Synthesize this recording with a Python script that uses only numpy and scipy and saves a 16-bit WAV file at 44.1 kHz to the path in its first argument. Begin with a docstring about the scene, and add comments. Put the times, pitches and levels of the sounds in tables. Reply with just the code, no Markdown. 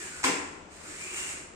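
"""In a bare, quiet hallway a pleated screen door slides, folds up with a clack, and is drawn out again. Stick-
slip friction of pleats and brush strip gives a grainy hiss and a dull scuff; the guides rumble in the rail, the
runner hums, and the cords whirr at a pitch that rises with speed. The handle bar strikes the hollow frame,
whose modes ring on over a low boom from the swaying door leaf. The hallway adds reverberation, faint room noise
and a low hum."""
import sys
import numpy as np
from scipy import signal
from scipy.fft import rfft, irfft, next_fast_len
from scipy.io import wavfile

SR = 44100
rng = np.random.default_rng(int(sys.argv[2]) if len(sys.argv) > 2 else 0)


def bounce(signal):
    """Save signal as a 16-bit WAV file at the path given by the first command-line argument."""
    frames = np.transpose(np.atleast_2d(signal))
    limited = np.clip(frames, -1, 1)
    pcm = np.round(limited * 32767).astype(np.int16)
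    wavfile.write(sys.argv[1], SR, pcm)


N = 68355
TIME = np.arange(N) / SR
MODE_BUILD_S = .012

# The handle bar touches the frame, lands and rebounds: (time [s], crack level [dB], thud level [dB])
KNOCKS = [(0.231, -11, -34), (0.2385, 0, -13), (0.2424, 1.5, 0.5), (0.2545, -18, -1), (0.269, -30, -4)]
# Likeness of the sound at the two microphones: (frequency [Hz], correlation [-1 to 1])
COHERENCE = [(100, .9), (300, 0.95), (600, 0.1), (1200, -0.12), (3000, 0), (10000, 0)]


def from_db(db):
    """Amplitude grows tenfold every 20 dB."""
    return 10 ** (np.asarray(db) / 20)


def rms_one(x):
    """Normalisation to unit power."""
    return x / np.sqrt(np.mean(x ** 2) + 1e-20)


def in_time(rows):
    """Linear interpolation between (time, value) points."""
    return np.interp(TIME, *np.transpose(rows))


def at_hz(points, hz):
    """Interpolation on a logarithmic frequency axis."""
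    f, value = np.transpose(points)
    return np.interp(np.log(hz), np.log(f), value)


def colour(x, spectrum):
    """Minimum-phase filtering to a spectral shape; white noise keeps its power."""
    size = 2 * next_fast_len(N)
    hz = np.maximum(np.fft.rfftfreq(size, 1 / SR), 1)
    gain = rms_one(from_db(at_hz(spectrum, hz)))
    cepstrum = irfft(np.log(gain))
    cepstrum[1:size // 2] *= 2  # folding the cepstrum makes the filter causal
    cepstrum[size // 2 + 1:] = 0
    return irfft(rfft(x, size) * np.exp(rfft(cepstrum)))[..., :N]


def drift(rate_hz):
    """Low-passed noise: a random fluctuation of unit power."""
    pole = np.exp(-2 * np.pi * rate_hz / SR)
    return rms_one(signal.lfilter([1], [1, -2 * pole, pole * pole], rng.standard_normal(2 * N))[N:])


def rough_tone(phase, width_hz):
    """Random modulation of amplitude and phase widens a tone into a narrow band."""
    return rms_one(drift(width_hz) * np.cos(phase) + drift(width_hz) * np.sin(phase))


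def at_microphones(x):
    """Path difference: direct sound reaches the left microphone 0.13 ms later."""
    return np.array([np.interp(TIME - .00013, TIME, x), x])


def diffuse_bands():
    """A diffuse field is partly coherent at two points; yields (centre [Hz], stereo noise band)."""
    edges_hz = np.r_[np.geomspace(22, 200, 7)[:-1], np.geomspace(200, 5000, 22)[:-1],
                     np.geomspace(5000, 16500, 13)]
    white = rng.standard_normal((2, 2, N))
    for k, (low, high) in enumerate(zip(edges_hz, edges_hz[1:])):
        bandpass = signal.butter(2, [low, high], "band", fs=SR, output="sos")
        mid, side = signal.sosfilt(bandpass, white[k % 2])
        hz = np.sqrt(low * high)
        alike = np.clip(at_hz(COHERENCE, hz), -1, 1)
        yield hz, np.sqrt(1 + alike) * mid + np.sqrt(1 - alike) * side * [[1], [-1]]


def stored_power(power, retained):
    """Leaky integration: a fixed share of the energy is retained from sample to sample."""
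    return signal.lfilter([1 - retained], [1, -retained], power, zi=[retained * power[0]])[0]


def reverberation(power):
    """The hallway stores the power fed in as diffuse sound, which decays fastest in the top treble."""
    # Reverberation time of the hallway: (frequency [Hz], T60 [s])
    hall_t60 = [(120, 0.42), (280, 0.87), (1000, 0.89), (2500, 0.7), (5000, 0.59), (8000, 0.64),
                (14000, 0.26)]
    field, steady = 0, 0
    for hz, band in diffuse_bands():
        retained = from_db(-120 / (at_hz(hall_t60, hz) * SR))  # power falls 60 dB in one T60
        field = field + band * np.sqrt(stored_power(power, retained))
        steady = steady + band
    return field / steady.std()


def slips(per_second=5600, spread_db=2.5):
    """Stick-slip friction releases tiny clicks of uneven size at random moments."""
    sizes = from_db(spread_db * np.minimum(rng.exponential(1, N), 3)) * rng.choice([-1, 1], N)
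    return rms_one(sizes * (rng.random(N) < per_second / SR))


def contact_noise(envelope, spectrum, direct_db=-6, hall_build_s=.00033):
    """Slips along the door arrive as direct plus reverberant sound, sharing one spectrum."""
    direct = from_db(direct_db)
    power = stored_power(envelope ** 2 + 1e-18, np.exp(-1 / (hall_build_s * SR)))
    heard = direct * at_microphones(slips() * envelope) + reverberation(power)
    return colour(heard, spectrum) / np.hypot(1, direct)


def sliding_friction():
    """One friction effort drives the pleats' hiss, the brush strip's scuff and the rail's rumble."""
    # Strength of the rubbing: (time [s], level [dB])
    rubbing = [(0, -46), (.11, -49), (.22, -48), (.26, -60), (.69, -69), (.708, -51.5), (.79, -54),
               (.875, -47.5), (.97, -47.5), (1.04, -45), (1.10, -45), (1.16, -42), (1.185, -39),
               (1.265, -44.5), (1.305, -41.5), (1.33, -62.5), (1.38, -46.5), (1.45, -78), (1.55, -89)]
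    # Spectrum of the rubbing pleats: (frequency [Hz], relative level [dB])
    pleat_spectrum = [(500, -15.5), (800, -10), (1350, -5), (1650, -5), (2100, 0), (2450, -1), (2800, -3.5),
                      (3200, -9.5), (4300, -13), (6200, -5.5), (7250, 1.5), (8600, 0), (9200, -5.5),
                      (9700, -15.5), (15000, -28.5)]
    # Spectrum of the bar's brush strip, prominent at low speed: (frequency [Hz], relative level [dB])
    brush_spectrum = [(500, -23.5), (1200, 12), (2400, 9.5), (3200, 0), (4000, 6.5), (5500, 6), (7200, -4),
                      (8700, -5), (9700, -21), (15000, -29)]
    # Spectrum of the guides in the rail: (frequency [Hz], relative level [dB])
    rail_spectrum = [(100, -40), (150, -5.5), (185, -11), (240, -0.5), (305, -5.5), (420, -3), (520, -7),
                     (700, -5.5), (1200, -1.5), (3000, -36)]
    usual_db, judder_db, standstill_db = -46, 1.75, -13.5
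    effort_db = in_time(rubbing) - usual_db - judder_db * drift(rate_hz=90)
    moving = np.clip((effort_db - standstill_db) / 10, 0, 1)
    # Each level is its value at the usual effort plus a slope times the effort.
    hiss = contact_noise(from_db(-43 + 1.395 * effort_db), pleat_spectrum)
    scuff = contact_noise(moving * from_db(-51 + .18 * effort_db), brush_spectrum)
    rumble = contact_noise(from_db(-59.5 + .41 * effort_db), rail_spectrum)
    return hiss + scuff + rumble


def cord_whirr():
    """Cords zipping through the pleats excite a wavering, raspy tone whose pitch rises with speed."""
    # Whirr of the cords: (time [s], frequency [Hz], level [dB])
    glide = [(0, 1860, -49), (.03, 1740, -49), (.09, 1680, -54), (.125, 1460, -55), (.155, 1435, -51),
             (.22, 1420, -59), (.28, 900, -66), (.75, 850, -73), (.86, 1380, -58), (.94, 1900, -58),
             (.99, 2210, -55), (1.018, 2310, -47.5), (1.06, 2500, -46.5), (1.11, 2720, -46),
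             (1.17, 2820, -45), (1.23, 2780, -45.5), (1.31, 2400, -54), (1.38, 1900, -62), (1.5, 1313, -80)]
    # A slacker, lower cord that joins in at full speed: (time [s], level [dB])
    slack_cord = [(1.13, -70), (1.18, -53), (1.3, -56), (1.36, -72)]
    waver_hz, slack_pitch_ratio, direct = 45, .76, from_db(3)
    times, hz, db = np.transpose(glide)
    pitch_hz = np.interp(TIME, times, hz) + waver_hz * drift(rate_hz=120)
    phase = 2 * np.pi * np.cumsum(pitch_hz) / SR
    rasp = rough_tone(phase, width_hz=130)
    tone = (np.sqrt(2) * np.sin(phase) + rasp) * from_db(np.interp(TIME, times, db))
    tone += from_db(in_time(slack_cord)) * rough_tone(slack_pitch_ratio * phase, width_hz=200)
    impulse_response = reverberation(1.0 * (np.arange(N) == 1))
    lingering = signal.fftconvolve(tone[None], impulse_response, axes=1)[:, :N]
    return (direct * at_microphones(tone) + lingering) / np.hypot(1, direct)


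def runner_hum(pitches_hz=(371.6, 303.8), width_hz=20.5):
    """Friction-driven vibration: the runner judders along the track, humming roughly at two pitches."""
    # Hum of the runner: (time [s], upper tone level [dB], lower tone level [dB])
    hum_levels = [(0, -46, -66), (0.119, -59, -70), (.24, -68, -70), (.7, -76, -66), (.9, -59.5, -57.5),
                  (1.02, -64, -69), (1.07, -51.5, -61), (1.2, -56, -57.5), (1.3, -61.5, -62),
                  (1.44, -61, -56.5), (1.55, -98, -69)]
    times, *levels = np.transpose(hum_levels)
    hum = sum(from_db(np.interp(TIME, times, db)) * rough_tone(2 * np.pi * hz * TIME, width_hz)
              for hz, db in zip(pitches_hz, levels))
    return at_microphones(hum)


def room_noise(noise_db=-51, hum_hz=72.9, hum_db=-64.5):
    """A steady diffuse field with a low hum forms the noise floor."""
    # Spectrum of the quiet hallway: (frequency [Hz], relative level [dB])
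    floor_spectrum = [(25, -2), (55, -6.5), (70, -5), (87, 5), (110, -15), (150, 1), (220, -3.5),
                      (310, -0.5), (600, -3), (1200, -10), (2600, -12.5), (4000, -21.5), (8000, -20),
                      (10000, -66)]
    diffuse = sum(band for _, band in diffuse_bands())
    air = rms_one(colour(diffuse, floor_spectrum))
    hum = np.sqrt(2) * np.sin(2 * np.pi * hum_hz * TIME)
    return from_db(noise_db) * air + from_db(hum_db) * hum


def impact_decay(start, t60, rise_s=.002):
    """Damping makes the envelope of an impact fall exponentially after a quick rise."""
    age = np.maximum(TIME - start, 0)
    return np.minimum(age / rise_s, 1) * from_db(-60 * age / t60)


def bar_clack():
    """Successive impacts add in power: the bar cracks, the frame thuds and the pleats rattle on."""
    # Spectrum of the bar's crack and the pleats' rattle: (frequency [Hz], relative level [dB])
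    crack_spectrum = [(200, -23.5), (400, -0.5), (600, -10), (720, -3), (850, -2), (1020, 5), (1230, -4.5),
                      (1420, -2.5), (2100, 0.5), (2750, -1), (3100, -11), (3300, -7), (4300, -12),
                      (5200, -6), (6300, -9.5), (7200, -4), (8600, -7), (9700, -22), (15000, -35)]
    # Spectrum of the frame's thud: (frequency [Hz], relative level [dB])
    thud_spectrum = [(100, -48), (150, -13), (200, -9.5), (230, -7.5), (265, 4.5), (310, -1), (360, 0.5),
                     (420, -1), (500, -1.5), (570, -13.5), (720, -9), (1300, -32.5)]
    crack_power, thud_power = 0, 0
    for start, crack_db, thud_db in KNOCKS:
        rattle = from_db(-29) * impact_decay(start, t60=.5)
        crack_power += (from_db(crack_db) * np.hypot(impact_decay(start, t60=.026), rattle)) ** 2
        thud_power += (from_db(thud_db) * impact_decay(start, t60=.025)) ** 2
    crack = contact_noise(from_db(-9.5) * np.sqrt(crack_power), crack_spectrum, direct_db=-6.5)
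    thud = contact_noise(from_db(-19.5) * np.sqrt(thud_power), thud_spectrum, direct_db=-6.5)
    return crack + thud


def frame_ring(level_db=-34.5):
    """The hardest knock excites the frame's normal modes; higher ones reach the pair out of phase."""
    # Modes of the hollow frame: (frequency [Hz], relative level [dB], T60 [s])
    modes = [(269, 2, 0.53), (288.3, -4.5, 1), (309.4, -6, 1), (395.6, -1, .42), (443.6, 5, 0.26),
             (477, 3, 0.28), (498, -4.5, 0.66), (817, 3.5, 0.28), (908, -15, 0.29), (971, -1, 0.3),
             (988, -12, .4), (1370, -4, 0.98), (1402, -10, 1), (2003, -17, 0.47), (2250, -26, 0.42),
             (2262, -24, .57), (3233, 3, 0.24)]
    hardest = max(KNOCKS, key=lambda knock: knock[1])
    age = np.maximum(TIME - hardest[0], 0)
    ring = 0
    for hz, db, t60 in modes:
        phase_gap = np.arccos(np.clip(at_hz(COHERENCE, hz), -1, 1)) * rng.choice([-1, 1])
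        phase = 2 * np.pi * rng.random() + np.array([[0], [phase_gap]])
        ring = ring + from_db(level_db + db - 60 * age / t60) * np.sin(2 * np.pi * hz * age + phase)
    return ring * (1 - np.exp(-age / MODE_BUILD_S))


def leaf_boom(delay_s=.0032):
    """Structural coupling: the door leaf takes up the last rebound and sways, booming softly in its low modes."""
    # Low modes of the swaying door leaf: (frequency [Hz], level [dB], T60 [s])
    modes = [(138.3, -40.5, .25), (183.6, -42.5, 0.54)]
    age = np.maximum(TIME - KNOCKS[-1][0] - delay_s, 0)
    boom = sum(from_db(db - 60 * age / t60) * np.sin(2 * np.pi * hz * age) for hz, db, t60 in modes)
    return at_microphones(boom * (1 - np.exp(-age / MODE_BUILD_S)))


def scene():
    """Superposition: the door's sliding and impact sounds add to the hallway's noise."""
    sliding = sliding_friction() + cord_whirr() + runner_hum()
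    return sliding + bar_clack() + frame_ring() + leaf_boom() + room_noise()


def record(dry):
    """Each microphone has its own frequency response; a steep low-pass limits the bandwidth."""
    # Imbalance of the microphone pair: (frequency [Hz], left minus right level [dB])
    balance = [(100, 7), (500, 5.5), (700, 3.5), (1400, 4.5), (2300, 3.5), (3300, -0.5), (6000, -1),
               (7300, -6), (8400, 3.5), (9600, 3.5), (11000, 0.5)]
    cutoff_hz = 15200
    left = colour(dry[0], [(hz, db / 2) for hz, db in balance])
    right = colour(dry[1], [(hz, -db / 2) for hz, db in balance])
    lowpass = signal.ellip(10, .1, 80, cutoff_hz, fs=SR, output="sos")
    return signal.sosfilt(lowpass, [left, right])


dry = scene()
out = record(dry)
bounce(out)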